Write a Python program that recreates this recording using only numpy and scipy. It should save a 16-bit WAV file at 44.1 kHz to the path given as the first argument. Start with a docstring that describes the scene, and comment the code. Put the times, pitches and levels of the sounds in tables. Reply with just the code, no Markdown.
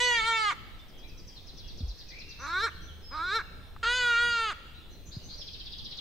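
"""An owl in a leafy tree gives a long arched cry, two short rising cries and another long one.
Its syrinx is a harmonic source, filtered by the resonances of throat, mouth and windpipe.
Small birds trill and whistle further off in gliding tones, and the foliage scatters every call.
Under them lie outdoor rumble and hiss, dry ticks, dull low thumps, a brief gust and a faint hum."""
import sys
import numpy as np
from scipy import signal
from scipy.io import wavfile
from scipy.ndimage import uniform_filter1d

SR = 44100
rng = np.random.default_rng(int(sys.argv[2]) if len(sys.argv) > 2 else 0)


def int16_out(signal):
    """Quantize to a 16-bit WAV file."""
    q = np.round(np.clip(np.atleast_2d(signal).T, -1, 1) * 32767)
    wavfile.write(sys.argv[1], SR, q.astype(np.int16))


N = 264952

# reverberation time among the trees: frequency_hz, t60_s
TREE_DECAY = [(300, 0.98), (1400, 1.02), (3500, 1.82), (5500, 1.16), (12000, 0.7)]


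def amp(db):
    """Amplitude ratio of a level in decibels."""
    return 10 ** (np.asarray(db) / 20)


def unit_rms(x):
    """Normalisation to unit mean power."""
    return x / np.sqrt(np.mean(abs(x) ** 2) + 1e-20)


def spectrum_at(points, hz):
    """Interpolation on a logarithmic frequency axis."""
    f, value = np.transpose(points)
    return np.interp(np.log(hz + 1), np.log(f + 1), value)


def follow(rows, t):
    """Linear interpolation in time of each column after the first."""
    times, *columns = np.transpose(rows)
    return [np.interp(t, times, column) for column in columns]


def add(mix, start_s, sound):
    """Superposition of a sound on the mix, in place."""
    part = mix[max(round(start_s * SR), 0):][:len(sound)]
    part += sound[:len(part)]


def wobble(shape, hz, rate=SR):
    """Random fluctuation: noise low-passed at hz, with `rate` points a second."""
    lowpass = signal.butter(2, min(hz / rate * 2, .9), output="sos")
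    return unit_rms(signal.sosfilt(lowpass, rng.standard_normal(shape)))


def place(x, left_db):
    """A level difference between the channels gives direction."""
    return x * amp([[left_db / 2], [-left_db / 2]])


def scatter(x, t60, build_s, coherence):
    """Multiple scattering: weak reflections of random sign, each band decaying at its own rate."""
    taps = rng.choice([-1., 1.], (2, SR)) * (rng.random((2, SR)) < .1)
    hz, t, bands = signal.stft(taps, SR, nperseg=256)
    tail = signal.istft(bands * amp(-60 * t / spectrum_at(t60, hz)[:, None]), SR, nperseg=256)[1]
    tail *= np.clip(np.arange(tail.shape[1]) / SR / build_s, 0, 1)
    tail[1] = coherence * tail[0] + np.sqrt(1 - coherence ** 2) * tail[1]
    return signal.fftconvolve(x[None], tail / np.linalg.norm(tail[0]), axes=1)[:, :N]


def resonance(f, hz, width_hz):
    """Complex response of a damped resonator at the frequencies f."""
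    return 1 / (1 + 1j * (f ** 2 - hz ** 2) / (f * width_hz))


def syrinx(t, pitch, force, release_s, edge_db, hoarse_s, crack_at_s, crack_s, crack_roughness):
    """A driven oscillation starts hoarse, cracks once, brightens under strain and collapses."""
    (hz,), (level_db, over_db) = follow(pitch, t), follow(force, t)
    release = np.clip((t - pitch[-1][0]) / release_s, 0, 1)
    onset = np.exp(-((t - t[0]) / hoarse_s) ** 2)
    crack = np.exp(-((t - crack_at_s) / crack_s) ** 2)
    roughness = 0.076 + 0.43 * onset + crack_roughness * crack + 0.69 * release
    hz = hz + (253 - hz) * release  # the pitch falls as the voice lets go
    strain = (hz / hz.max()) ** 30  # sets in only near the highest pitch
    top_db = over_db + edge_db + 6 * strain
    return hz, level_db - 10 * release ** 2, over_db - 10.5 * release, top_db, roughness


def cry(pitch, force, mouth, throat, manner, mouth_width_hz, pipe_hz, release_s=.035, jitter=0.044):
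    """Source and filter: harmonics pass the throat, a moving mouth resonance and the windpipe."""
    t = np.arange(pitch[0][0], pitch[-1][0] + release_s, 1 / SR)
    slow, rate = t[::32], SR / 32  # control points of the voice
    hz, level_db, over_db, top_db, roughness = syrinx(slow, pitch, force, release_s, *manner)
    mouth_hz, = follow(mouth, slow)
    f = np.arange(1, 37)[:, None] * hz
    slack = np.clip((-34.5 - level_db) / 10, 0, 1)  # a weak voice is a dull, broad croak
    partials = amp(spectrum_at(throat, f)) * (f < 12300)
    partials = partials * resonance(f, mouth_hz, mouth_width_hz * (1 + 3 * slack))
    partials *= 1 + amp(-7.5) * resonance(f, pipe_hz, width_hz=670)
    partials *= np.exp(-1j * (f / 1600) ** 2)  # the throat rings, spreading each pulse in time
    # the upper harmonics drift apart in level and phase
    drift = .42 * wobble(f.shape, 9, rate) + .5j * wobble(f.shape, 6, rate)
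    partials *= np.exp(np.clip(f / 4000, 0, 1) * drift)
    # harder pressing sharpens the pulses, which lifts the overtones and the top edge
    over, edge = (np.clip((f - corner_hz) / 400 + .5, 0, 1) for corner_hz in (2550, 5400))
    bands = [(partials * (1 - over), 0), (partials * (over - edge), over_db), (partials * edge, top_db)]
    partials = sum(band * amp(db) / (np.linalg.norm(band, axis=0) + 1e-9) for band, db in bands)
    partials *= amp(slack * (1.5 - 7.2 * over))
    partials *= 1 - slack * np.exp(-(slow - slow[0]) / 0.0084)  # a slack voice is slow to start
    # uneven cycles smear each harmonic, the high ones most
    smear = wobble(f.shape, 140, rate) + 1j * wobble(f.shape, 160, rate)
    rasp = 0.67 * roughness * (f / 2700) * smear
    partials *= amp(level_db) * (1 + rasp) / np.sqrt(1 + roughness ** 2)
    hz = hz * (1 + jitter * roughness * wobble(len(slow), 210, rate))
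    cycle = np.exp(2j * np.pi * np.cumsum(np.interp(t, slow, hz)) / SR)
    voice = 0
    for partial in partials[::-1]:  # stacks the harmonics from the top down
        voice = (voice + np.interp(t, slow, partial)) * cycle
    return t[0], np.sqrt(2) * voice.real * signal.windows.tukey(len(t), .012)


def owl():
    """Four cries arrive as direct sound, early reflections off branches and reverberation."""
    # fundamental of each cry up to its release: time_s, pitch_hz
    pitches = [
        [(0.0, 484), (0.016, 489), (0.04, 496.3), (0.098, 487), (0.182, 459.6), (0.216, 436), (0.286, 460.2),
         (0.41, 438), (0.438, 429.3), (0.458, 414.4), (0.474, 413), (0.5, 394.3)],
        [(2.385, 218.3), (2.431, 272.8), (2.457, 284), (2.477, 311.3), (2.599, 394.2), (2.631, 455.4),
         (2.66, 461.4)],
        [(3.105, 225), (3.145, 302), (3.213, 324.7), (3.235, 344.6), (3.303, 385.2), (3.359, 459.8),
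         (3.385, 443.7)],
        [(3.828, 465), (3.842, 444.1), (3.88, 476), (3.97, 506), (4.024, 489.8), (4.156, 464.5), (4.22, 479),
         (4.3, 475.6), (4.438, 449.6), (4.468, 432.5), (4.5, 409)],
    ]
    # vocal effort in each cry: time_s, level_db, overtones_re_level_db
    forces = [
        [(0.06, -28, -3), (0.158, -28, -5.5), (0.244, -30.5, -9), (0.274, -30, -4.5), (0.324, -29, -7.5),
         (0.46, -29, -9), (0.5, -30.5, -7.5)],
        [(2.385, -55, -3), (2.435, -40, -13.5), (2.585, -28, -11.5), (2.621, -33, -5), (2.643, -26.5, -7.5),
         (2.66, -31, -9.5)],
        [(3.105, -51.5, -9), (3.151, -36.5, -17), (3.217, -31, -18), (3.263, -34.5, -10), (3.371, -27.5, -6),
         (3.385, -31.5, -11.5)],
        [(3.835, -28.5, -10.5), (3.873, -26.5, -7), (3.973, -31.5, 0), (4.075, -25.5, -9.5), (4.233, -25.5, -9),
         (4.311, -29, -5.5), (4.437, -29.5, -7.5), (4.5, -33, -5)],
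    ]
    # mouth resonance in each cry: time_s, resonance_hz
    mouths = [
        [(.175, 1836), (.2, 1460)],
        [(2.45, 1333), (2.65, 1566)],
        [(3.16, 1150), (3.3, 1530)],
        [(4.03, 1333), (4.17, 1476), (4.48, 1270)],
    ]
    # throat responses of the first, the two rising and the last cry: frequency_hz, gain_db
    open_throat = [(440, -3.5), (495, 11.5), (600, -9), (900, 0), (1000, 5.5), (1330, -1.5), (1460, -11.5),
                   (1780, -6), (2000, -1.5), (2250, 1.5), (2500, -10.5), (2900, -1), (4100, -2.5),
                   (4950, -5.5), (5400, -9.5), (6500, -3), (7400, -4.5), (8300, -12), (9000, -10),
                   (10000, -23), (13000, -22)]
    narrow_throat = [(300, 4.5), (460, 7), (720, -13), (950, -1), (1200, 1.5), (1600, -2), (2030, -12),
                     (2280, -3.5), (2700, -18.5), (3100, -19.5), (3600, -3.5), (4100, 4.5), (4500, -11.5),
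                     (5500, -9), (6700, -23.5), (7450, -16), (9500, -32), (11500, -24)]
    wide_throat = [(450, 2.5), (950, -6.5), (1400, -1), (1900, 0), (2400, -2.5), (2900, -3.5), (4100, -4.5),
                   (4950, -5.5), (5400, -27), (6000, -9), (6500, -6.5), (7600, -12), (8400, -19.5),
                   (9100, -13.5), (9700, -24), (13000, -33)]
    # character of each cry: edge_re_overtones_db, hoarse_s, crack_at_s, crack_s, crack_roughness,
    # mouth_width_hz, pipe_hz, right_db, branches_db
    cries = [(-13.5, 0.0047, .14, 0.064, 0.09, 292, 3600, 1.5, -3.5),
             (-16.5, 0.11, 2.48, 0.013, .9, 280, 3750, 1.1, -10),
             (-18, 0.072, 3.168, 0.021, .5, 220, 3760, 1.1, -12.5),
             (-16.5, 0.043, 4.11, 0.026, 0.09, 243, 3400, 0.35, -18)]
    throats = [open_throat, narrow_throat, narrow_throat, wide_throat]
    direct, near = np.zeros((2, N)), np.zeros(N)
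    for pitch, force, mouth, throat, character in zip(pitches, forces, mouths, throats, cries):
        *manner, mouth_width_hz, pipe_hz, right_db, branches_db = character
        start_s, voice = cry(pitch, force, mouth, throat, manner, mouth_width_hz, pipe_hz)
        for channel, sound in zip(direct, place(voice, -right_db)):
            add(channel, start_s, sound)
        add(near, start_s, amp(branches_db) * voice)
    branches = scatter(near, [(1000, 0.024)], build_s=0.0071, coherence=0)
    trees = scatter(direct.mean(0), TREE_DECAY, build_s=0.019, coherence=0.15)
    return amp(0.07) * direct + branches + amp(-17.5) * trees


def air(level_db=-47.5, patchy_db=2.0):
    """Partly coherent noise makes rumble and hiss, its level drifting in time and frequency."""
    # spectrum of still air and distant rumble: frequency_hz, relative_density_db
    density = [(20, 4.5), (70, -4), (150, -11.5), (300, -17), (480, -20.5), (700, -25.5), (1100, -29.5),
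               (1900, -31), (2700, -30), (3500, -34.5), (5000, -37), (7500, -45), (11000, -45.5),
               (15500, -41)]
    # likeness of left and right: frequency_hz, coherence
    likeness = [(30, .5), (70, .25), (150, .8), (1000, .8), (5000, .75), (12000, .95)]
    frames, hz = N // 512 + 5, np.fft.rfftfreq(2048, 1 / SR)
    left_re, left_im, apart_re, apart_im, patches = rng.standard_normal((frames, len(hz), 5)).T
    patches = uniform_filter1d(patches, size=24, axis=0, mode="wrap")
    patches = unit_rms(uniform_filter1d(patches, size=10, axis=1, mode="wrap"))
    coherence = spectrum_at(likeness, hz)[:, None]
    left = left_re + 1j * left_im
    right = coherence * left + np.sqrt(1 - coherence ** 2) * (apart_re + 1j * apart_im)
    bands = np.array([left, right]) * amp(spectrum_at(density, hz)[:, None] + patchy_db * patches)
    return amp(level_db) * unit_rms(signal.istft(bands, nperseg=2048, noverlap=1536)[1][:, :N])


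def note(length_s, start_hz, end_hz, bend, hoarseness):
    """Frequency modulation: a glide that settles, made hoarse by fast relative pitch deviations."""
    progress = np.linspace(0, 1, round(length_s * SR))
    hz = end_hz + (start_hz - end_hz) * (1 - progress) ** bend
    hz *= 1 + hoarseness * wobble(len(hz), 457)
    return np.sqrt(2) * np.sin(2 * np.pi * np.cumsum(hz) / SR) * signal.windows.tukey(len(hz), .6)


def far_chirps(gap_s=.2, low_hz=2664, high_hz=4290, slide_octaves=.25):
    """Farther birds give faint frequency glides, up or down, at loose intervals."""
    out = np.zeros(N)
    for slot, (late, height, slide) in enumerate(rng.random((40, 3))):
        start_hz = low_hz * (high_hz / low_hz) ** height
        end_hz = start_hz * 2 ** (slide_octaves * (2 * slide - 1))
        chirp = note(0.1, start_hz, end_hz, bend=1.966, hoarseness=0.038)
        add(out, (slot + late) * gap_s, amp(-62.5) * chirp)
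    return out


def small_birds():
    """Chirps, trills and whistles, blurred by scattering off leaves, reverberate among the trees."""
    # runs of falling notes: first_s, last_s, count, first_db, last_db, top_hz, end_hz, note_s, hoarseness
    trills = [(0.778, 1.268, 6, -65, -49.5, 6450, 4410, 0.038, 0.042),
              (1.459, 2.282, 9, -50, -47.5, 6550, 3346, .054, 0.066),
              (5.4, 5.967, 10, -43.5, -40, 5630, 3000, .032, 0.085)]
    # single slurred whistles: start_s, length_s, start_hz, end_hz, level_db, hoarseness
    whistles = [(0.78, 0.065, 3500, 3580, -58, 0.0039), (0.965, 0.093, 2770, 3500, -60, 0.028),
                (1.02, 0.053, 3800, 3980, -56.5, 0.014), (1.021, 0.064, 2500, 2380, -61, 0.038),
                (1.348, 0.056, 4970, 3490, -50, 0.052), (1.553, 0.15, 3610, 3280, -58.5, 0.01),
                (2.082, 0.18, 1717, 2627, -52, 0.062), (2.223, 0.21, 2810, 2640, -55, .007),
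                (2.38, 0.093, 5840, 6000, -51, 0.048), (2.687, 0.04, 3960, 2760, -55, 0.015),
                (2.737, 0.049, 4600, 4050, -55, 0.032), (2.795, 0.102, 5800, 6120, -59.5, 0.031),
                (2.868, 0.049, 3910, 3015, -54, 0.03), (3.007, .17, 5360, 4995, -50.5, 0.0033),
                (4.731, 0.073, 3626, 3996, -55.5, 0.029), (4.899, 0.051, 6870, 5760, -61.5, 0.023),
                (5.047, 0.0607, 6160, 6440, -54, 0.051), (5.104, 0.071, 3760, 4600, -47, 0.088),
                (5.224, 0.0623, 5970, 6410, -52.5, 0.03), (5.278, 0.089, 3650, 4750, -44, 0.068),
                (5.365, 0.074, 6160, 4980, -45.5, 0.0072)]
    song = np.zeros(N)
    for first_s, last_s, count, first_db, last_db, top_hz, end_hz, note_s, hoarseness in trills:
        for start_s, db in np.linspace((first_s, first_db), (last_s, last_db), count):
            add(song, start_s, amp(db) * note(note_s, top_hz, end_hz, bend=1.35, hoarseness=hoarseness))
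    for start_s, length_s, start_hz, end_hz, db, hoarseness in whistles:
        add(song, start_s, amp(db) * note(length_s, start_hz, end_hz, bend=2.0, hoarseness=hoarseness))
    song += far_chirps()
    leaves = scatter(song, [(2000, 0.12), (7000, 0.045)], build_s=0.00067, coherence=0.1)
    trees = scatter(song, TREE_DECAY, build_s=0.019, coherence=0.16)
    return amp(-9.0) * place(song, left_db=0.84) + amp(-1.5) * leaves + amp(-4.0) * trees


def dry_ticks():
    """Damped transients: each tick is an octave of noise that decays exponentially."""
    # short dry ticks and knocks, the loudest perhaps a beak click: start_s, level_db, band_hz, decay_s
    ticks = [(1.53, -44, 376, 0.0074), (1.806, -45, 347, 0.016), (3.763, -41, 1410, 0.0036),
             (5.394, -45.5, 680, 0.0045), (5.682, -48, 1610, 0.0015)]
    out, t = np.zeros(N), np.arange(SR // 10) / SR
    for start_s, db, hz, decay_s in ticks:
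        band = signal.butter(2, [hz * 0.53, hz * 1.06], "bandpass", fs=SR, output="sos")
        noise = unit_rms(signal.sosfilt(band, rng.standard_normal(len(t))))
        add(out, start_s, amp(db) * noise * np.exp(-t / decay_s))
    return place(out, left_db=0)


def low_thumps():
    """Low-frequency tone bursts that sag in pitch are heard as thumps or, when longer, as rumble."""
    # dull low thumps and a brief gust of rumble: start_s, level_db, start_hz, end_hz, length_s
    thumps = [(1.805, -33.5, 133, 71.4, 0.022), (1.825, -26.5, 102, 47.6, 0.048),
              (1.874, -30.5, 63.6, 40.4, 0.067), (3.806, -41, 52.3, 30.6, 0.19),
              (5.086, -37.5, 118, 80, 0.015), (5.167, -30.5, 196, 74, 0.018)]
    out = np.zeros(N)
    for start_s, db, start_hz, end_hz, length_s in thumps:
        progress = np.linspace(0, 1, round(length_s * SR))
        hz = end_hz + (start_hz - end_hz) * (1 - progress) ** 2
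        envelope = amp(db) * np.sin(np.pi * progress ** 0.66)
        add(out, start_s, envelope * np.sin(2 * np.pi * np.cumsum(hz) / SR))
    return place(out, left_db=0)


def distant_hum(hz=76, start_s=2.28, rise_s=0.27, level_db=-50.5, fade_db_per_s=4.5):
    """A wavering low tone, as of a distant engine, swells and then decays exponentially."""
    t = np.arange(N) / SR
    rise = np.clip((t - start_s) / rise_s, 0, 1)
    envelope = rise * amp(level_db - fade_db_per_s * (t - start_s - rise_s))
    phase = 2 * np.pi * np.cumsum(hz * (1 + 0.034 * wobble(N, 7.9))) / SR
    return place(envelope * np.sqrt(2) * np.sin(phase), left_db=-1)


def scene():
    """Superposition of everything heard under the tree."""
    return owl() + small_birds() + dry_ticks() + low_thumps() + air() + distant_hum()


def record(dry):
    """A linear-phase low-pass filter limits the bandwidth."""
    lowpass = signal.firwin(511, 15760, window=("kaiser", 9), fs=SR)
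    return signal.oaconvolve(dry, lowpass[None], "same")


dry = scene()
out = record(dry)
int16_out(out)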